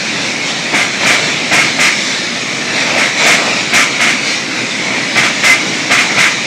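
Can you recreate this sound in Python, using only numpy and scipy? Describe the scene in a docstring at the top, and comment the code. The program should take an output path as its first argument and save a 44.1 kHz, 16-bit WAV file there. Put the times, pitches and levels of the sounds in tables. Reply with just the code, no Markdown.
"""Grain hopper wagons roll past a few metres away on ballasted track, outdoors.
From the start, wheels and rail roar steadily, with brief swells of growl and hiss.
At 0.7 s the first four axles begin to cross a rail joint: each wheel gives a knock, a steel clang
and a clatter of loose gear. Four more follow from about 3 s, and the last four from 5.1 s.
The loudest clacks overload the small microphone."""
import sys
import numpy as np
from scipy import signal
from scipy.fft import rfft, irfft, next_fast_len
from scipy.io import wavfile
from scipy.ndimage import uniform_filter1d, map_coordinates

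SR = 44100
rng = np.random.default_rng(int(sys.argv[2]) if len(sys.argv) > 2 else 0)


def log_audio(samples):
    """Write samples as a 16-bit WAV file to the path given in sys.argv[1]."""
    # one column per channel
    frames = np.atleast_2d(samples).T
    # limit to full scale, then quantise
    limited = np.clip(frames, -1, 1)
    pcm = np.round(limited * 32767).astype(np.int16)
    wavfile.write(sys.argv[1], SR, pcm)


N = 284886

# Axles crossing the rail joint; levels are relative, and the notes are each wheel's own ring:
# (time [s], second wheel's lag [s], knock [dB], clang [dB], clatter [dB],
#  first wheel's note [dB], second wheel's note [dB])
AXLE_CROSSINGS = [(0.728, 0.052, -16.5, -13.5, -20.5, -20, -19),
                  (1.045, 0.048, -16, -11.5, -17.5, -24, -28), (1.508, 0.058, -18, -10, -17, -28, -16),
                  (1.782, 0.045, -18, -10, -16.5, -14, -17), (2.958, .056, -18, -13, -22.5, -28, -17),
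                  (3.248, 0.038, -21, -9.5, -15.5, -24, -22), (3.722, 0.049, -18.5, -9, -15, -23, -16),
                  (3.99, .064, -22.5, -10.5, -18.5, -28, -15.5), (5.148, .066, -18, -10.5, -20, -12.5, -35),
                  (5.425, 0.05, -19, -9.5, -15.5, -12, -4.5), (5.895, 0.068, -18, -9.5, -18, -25, -18),
                  (6.165, 0.054, -22, -9, -18, -18, -16)]
SECOND_KNOCK_DB, SECOND_CLANG_DB, SECOND_CLATTER_DB = -6, -1.5, -3.5  # second wheel against the first
# The tone of each part of a clack, from dull to bright: (frequency [Hz], relative level [dB])
KNOCK_TONE = [(25, -34), (60, -22), (130, -7.5), (220, -3), (295, 4), (350, -3), (450, -5), (600, 1),
              (715, 3), (900, -3), (1300, -16), (2200, 2), (5000, -43)]
CLANG_TONE = [(500, -34), (1000, -14.5), (1300, -7), (1800, -3.5), (2150, -0.5), (2420, -2), (2800, -6.5),
              (3800, -12), (5000, -18.5), (9000, -48)]
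CLATTER_TONE = [(2000, -35), (3400, -10), (4500, -7), (5400, 1.5), (7000, -1.5), (8500, -6.5),
                (10000, -15.5), (12500, -26), (16000, -47)]
CRACK_TONE = [(6000, -25), (8500, 0), (11000, -1), (16000, -10)]

def clacks(crack_db=-17, brightening=2.7):
    """A wheel knocks into the gap, grinds over the rail end, then shakes the brake gear."""
    _, _, knock_db, clang_db, clatter_db, *_ = np.transpose(AXLE_CROSSINGS)
    knock = blows(knock_db + 2.0, SECOND_KNOCK_DB, delay=0.00085, rise=0.0046, hold=0.022, fade=0.39)
    knock *= coloured(chatter(250, spread_db=2.5), KNOCK_TONE)
    clang = blows(clang_db - 1.3, SECOND_CLANG_DB, delay=0.0011, rise=0.025, hold=0.032, fade=0.27)
    clang *= coloured(chatter(260, spread_db=1.0), CLANG_TONE)
    clatter = blows(clatter_db, SECOND_CLATTER_DB, delay=0.013, rise=0.018, hold=0.023, fade=0.25)
    clatter *= coloured(chatter(300, spread_db=0.0), CLATTER_TONE)
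    # the hardest hits are the shortest, so their bright edge grows faster than their level
    edge_db = clatter_db.max() + crack_db + brightening * (clatter_db - clatter_db.max())
    crack = blows(edge_db, second_db=-4, delay=0.011, rise=0.0092, hold=0.022, fade=0.14)
    crack *= coloured(chatter(700, spread_db=5), CRACK_TONE)
    return knock + clang + clatter + crack


# The notes of a struck wheel and its bogie (the frame that holds the axles):
# (pitch [Hz], relative level [dB], time to fade by 60 dB [s])
STEEL_NOTES = [(707, -3.5, 0.14), (1010, -8, 0.49), (1198, -5.5, 0.48), (1320, -3.5, 0.31),
               (1610, -4.5, .3), (1910, -7, 0.19), (2187, 4, .3), (2323, 0.5, 0.46), (2455, -2, 0.15),
               (2570, -18, 0.27), (3830, -11, 0.24)]

def ringing(steel_db=-15, wheel_db=-2, wheel_hz=2066, detune=0.00883, blur=0.52):
    """Every blow rings the steel at new strengths; the wheel's own note stands out on some."""
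    out, t = np.zeros(N + SR), np.arange(SR // 3) / SR

    def note(hz):
        """A slightly wavering tone."""
        phase = 2 * np.pi * hz * t + blur * wobble(65, len(t)) + rng.uniform(0, 2 * np.pi)
        return np.sqrt(2) * np.sin(phase)

    first_wheels, second_wheels = [], []
    for time, lag, _, clang_db, _, first_db, second_db in AXLE_CROSSINGS:
        first_wheels.append((time, clang_db, first_db))
        second_wheels.append((time + lag, clang_db + SECOND_CLANG_DB, second_db))
    for time, clang_db, note_db in first_wheels + second_wheels:
        ring = amp(note_db + wheel_db) * note(wheel_hz)
        ring *= burst(t, delay=0.012, rise=0.023, hold=0.018, fade=0.14)
        for hz, db, fade in STEEL_NOTES:
            strength = amp(clang_db + steel_db + db + rng.normal(0, 2.6))
            tone = note(hz * (1 + detune * rng.normal()))
            ring += strength * tone * burst(t, delay=0.0011, rise=0.015, hold=0.031, fade=fade)
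        out[round(time * SR):][:len(t)] += ring
    return out[:N]


# The tone of each part of the rolling noise: (frequency [Hz], relative level [dB])
TRACK_RUMBLE = [(20, -38), (45, -46), (75, -22), (100, -16.5), (125, -3.5), (170, -2.5), (230, 0.5),
                (310, 0), (380, -5.5), (600, -17.5), (1500, -70)]
WAGON_GROWL = [(250, -29), (420, -4), (500, 0), (640, 1), (800, -1.5), (1050, -3), (1400, -5), (2500, -50)]
RAIL_ROAR = [(700, -53), (1250, -11.5), (1600, -6.5), (1930, -1), (2250, 3), (2420, 0), (2650, -4),
             (3050, -9), (4200, -52.5)]
WHEEL_HISS = [(2300, -25), (3200, -2.5), (3600, 0.5), (4000, 0), (4800, -4), (5700, -3), (7000, -8),
              (8000, -13.5), (10000, -27), (12000, -36), (13500, -61), (16000, -62)]

def rolling(rumble_db=-24.8, growl_db=-27, roar_db=-19.5, hiss_db=-21.5):
    """Rough wheel rims shake track, wagons, rail and wheels, more so as the axles come near."""
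    t = np.arange(N) / SR
    near_db = nearness_db(t)
    roughness = wobble(22, N)  # growl, roar and hiss flutter together
    low_db, high_db = swells_db(t)
    rumble = amp(rumble_db + 0.17 * near_db + 0.19 * low_db + 1.06 * wobble(14, N))
    rumble *= rush(TRACK_RUMBLE, patchy_db=0.1)
    growl = amp(growl_db + 0.16 * near_db + low_db + 0.37 * roughness)
    growl *= rush(WAGON_GROWL, patchy_db=1.0)
    roar = amp(roar_db + 0.12 * near_db + 0.3 * low_db + 0.6 * high_db + 0.35 * roughness)
    roar *= rush(RAIL_ROAR, patchy_db=2.25)
    hiss = amp(hiss_db + 0.12 * near_db + high_db + 0.53 * roughness)
    hiss *= rush(WHEEL_HISS, patchy_db=2.0)
    return rumble + growl + roar + hiss


# Brief swells of growl and hiss, between the clacks or just around them:
# (time of the peak [s], half length [s], change in growl [dB], change in hiss [dB])
SWELLS = [(0.22, 0.076, 2.5, 1.5), (0.49, .05, 1.5, 2.5), (1.036, 0.032, 6.5, 3.5), (1.234, 0.14, 4, 3.5),
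          (1.67, 0.039, 4.5, 4.5), (2.02, 0.16, -1, 3), (2.78, 0.063, 4.5, 3.5), (2.928, 0.076, 7, 2.5),
          (3.234, 0.054, 8, 6), (3.435, 0.16, 8.5, 3), (4.302, 0.073, 2.5, 4), (4.917, 0.088, 5, 0.5),
          (5.667, 0.18, 2, 1.5), (6.094, 0.11, 3, 1.5)]

def swells_db(t):
    """Each swell smoothly shifts the level of the growl and the hiss, then lets it settle."""
    peak_time, half_length, growl_db, hiss_db = np.transpose(SWELLS)
    bells = np.exp(-((t[:, None] - peak_time) / half_length) ** 2)
    return bells @ growl_db, bells @ hiss_db


def nearness_db(t, half_power_s=0.24, ahead_s=0.058):
    """Level around its average: each axle is nearest, so loudest, just before it meets the joint."""
    power = sum(1 / (1 + ((t - time + ahead_s) / half_power_s) ** 2) for time, *_ in AXLE_CROSSINGS)
    db = 10 * np.log10(power)
    return db - db.mean()


def blows(levels_db, second_db, delay, rise, hold, fade):
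    """The loudness curve of all the blows, two to an axle; their powers add up."""
    power, t = np.zeros(N + SR), np.arange(SR // 2) / SR
    shape = burst(t, delay, rise, hold, fade)
    for (time, lag, *_), db in zip(AXLE_CROSSINGS, levels_db):
        power[round(time * SR):][:len(t)] += (amp(db) * shape) ** 2
        power[round((time + lag) * SR):][:len(t)] += (amp(db + second_db) * shape) ** 2
    return np.sqrt(power[:N])


def burst(t, delay, rise, hold, fade):
    """One blow waits, swells, holds while the contact lasts, then drops 60 dB in `fade` seconds."""
    age = t - delay
    swell = np.sin(np.pi / 2 * np.clip(age / rise, 0, 1))
    return swell * amp(-60 * np.maximum(age - rise - hold, 0) / fade)


def chatter(rate, spread_db):
    """White noise broken into tiny contacts of uneven force; a spread of 0 leaves it even."""
    return unit(rng.standard_normal(N) * amp(spread_db * wobble(rate, N)))


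def rush(spectrum, patchy_db):
    """Rushing noise whose tone shifts in random patches."""
    grid = signal.stft(rng.standard_normal(N), nperseg=1024)[2]
    patches = uniform_filter1d(rng.standard_normal(grid.shape), size=4, axis=0)  # smooth over pitch
    patches = uniform_filter1d(patches, size=10, axis=1)  # and over time
    noise = signal.istft(grid * amp(patchy_db * unit(patches)), nperseg=1024)[1][:N]
    return unit(coloured(noise, spectrum))


def coloured(x, spectrum):
    """Give x the tone of a (frequency [Hz], level [dB]) table; white noise keeps its power."""
    size = next_fast_len(N + 8192)
    hz, db = np.transpose(spectrum)
    gain = amp(np.interp(np.log(np.fft.rfftfreq(size, 1 / SR) + 1), np.log(hz), db))
    return irfft(rfft(x, size) * unit(gain), size)[:N]


def wobble(rate, size):
    """A smooth curve through `rate` random points a second."""
    points = rng.standard_normal(int(size * rate / SR) + 4)
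    return map_coordinates(points, [np.arange(size) * rate / SR])


def amp(db):
    """Turn decibels into a volume factor."""
    return 10 ** (np.asarray(db) / 20)


def unit(x):
    """Scale x to an average strength (rms) of 1."""
    return x / np.sqrt(np.mean(x ** 2) + 1e-20)


def scene():
    """Rolling noise with the clacks and their ringing on top, in one channel."""
    return (rolling() + clacks() + ringing())[None]


def record(dry, ceiling=0.96, hardness=24, low_cut_hz=45, top_hz=15700):
    """Flatten the highest peaks, weaken the deep bass and cut the treble above 15.7 kHz."""
    clipped = dry / (1 + np.abs(dry / ceiling) ** hardness) ** (1 / hardness)
    size = next_fast_len(N + 8192)
    hz = np.fft.rfftfreq(size, 1 / SR)
    response = hz / np.hypot(hz, low_cut_hz) * (hz < top_hz)
    return irfft(rfft(clipped, size) * response, size)[..., :N]


dry = scene()
out = record(dry)
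log_audio(out)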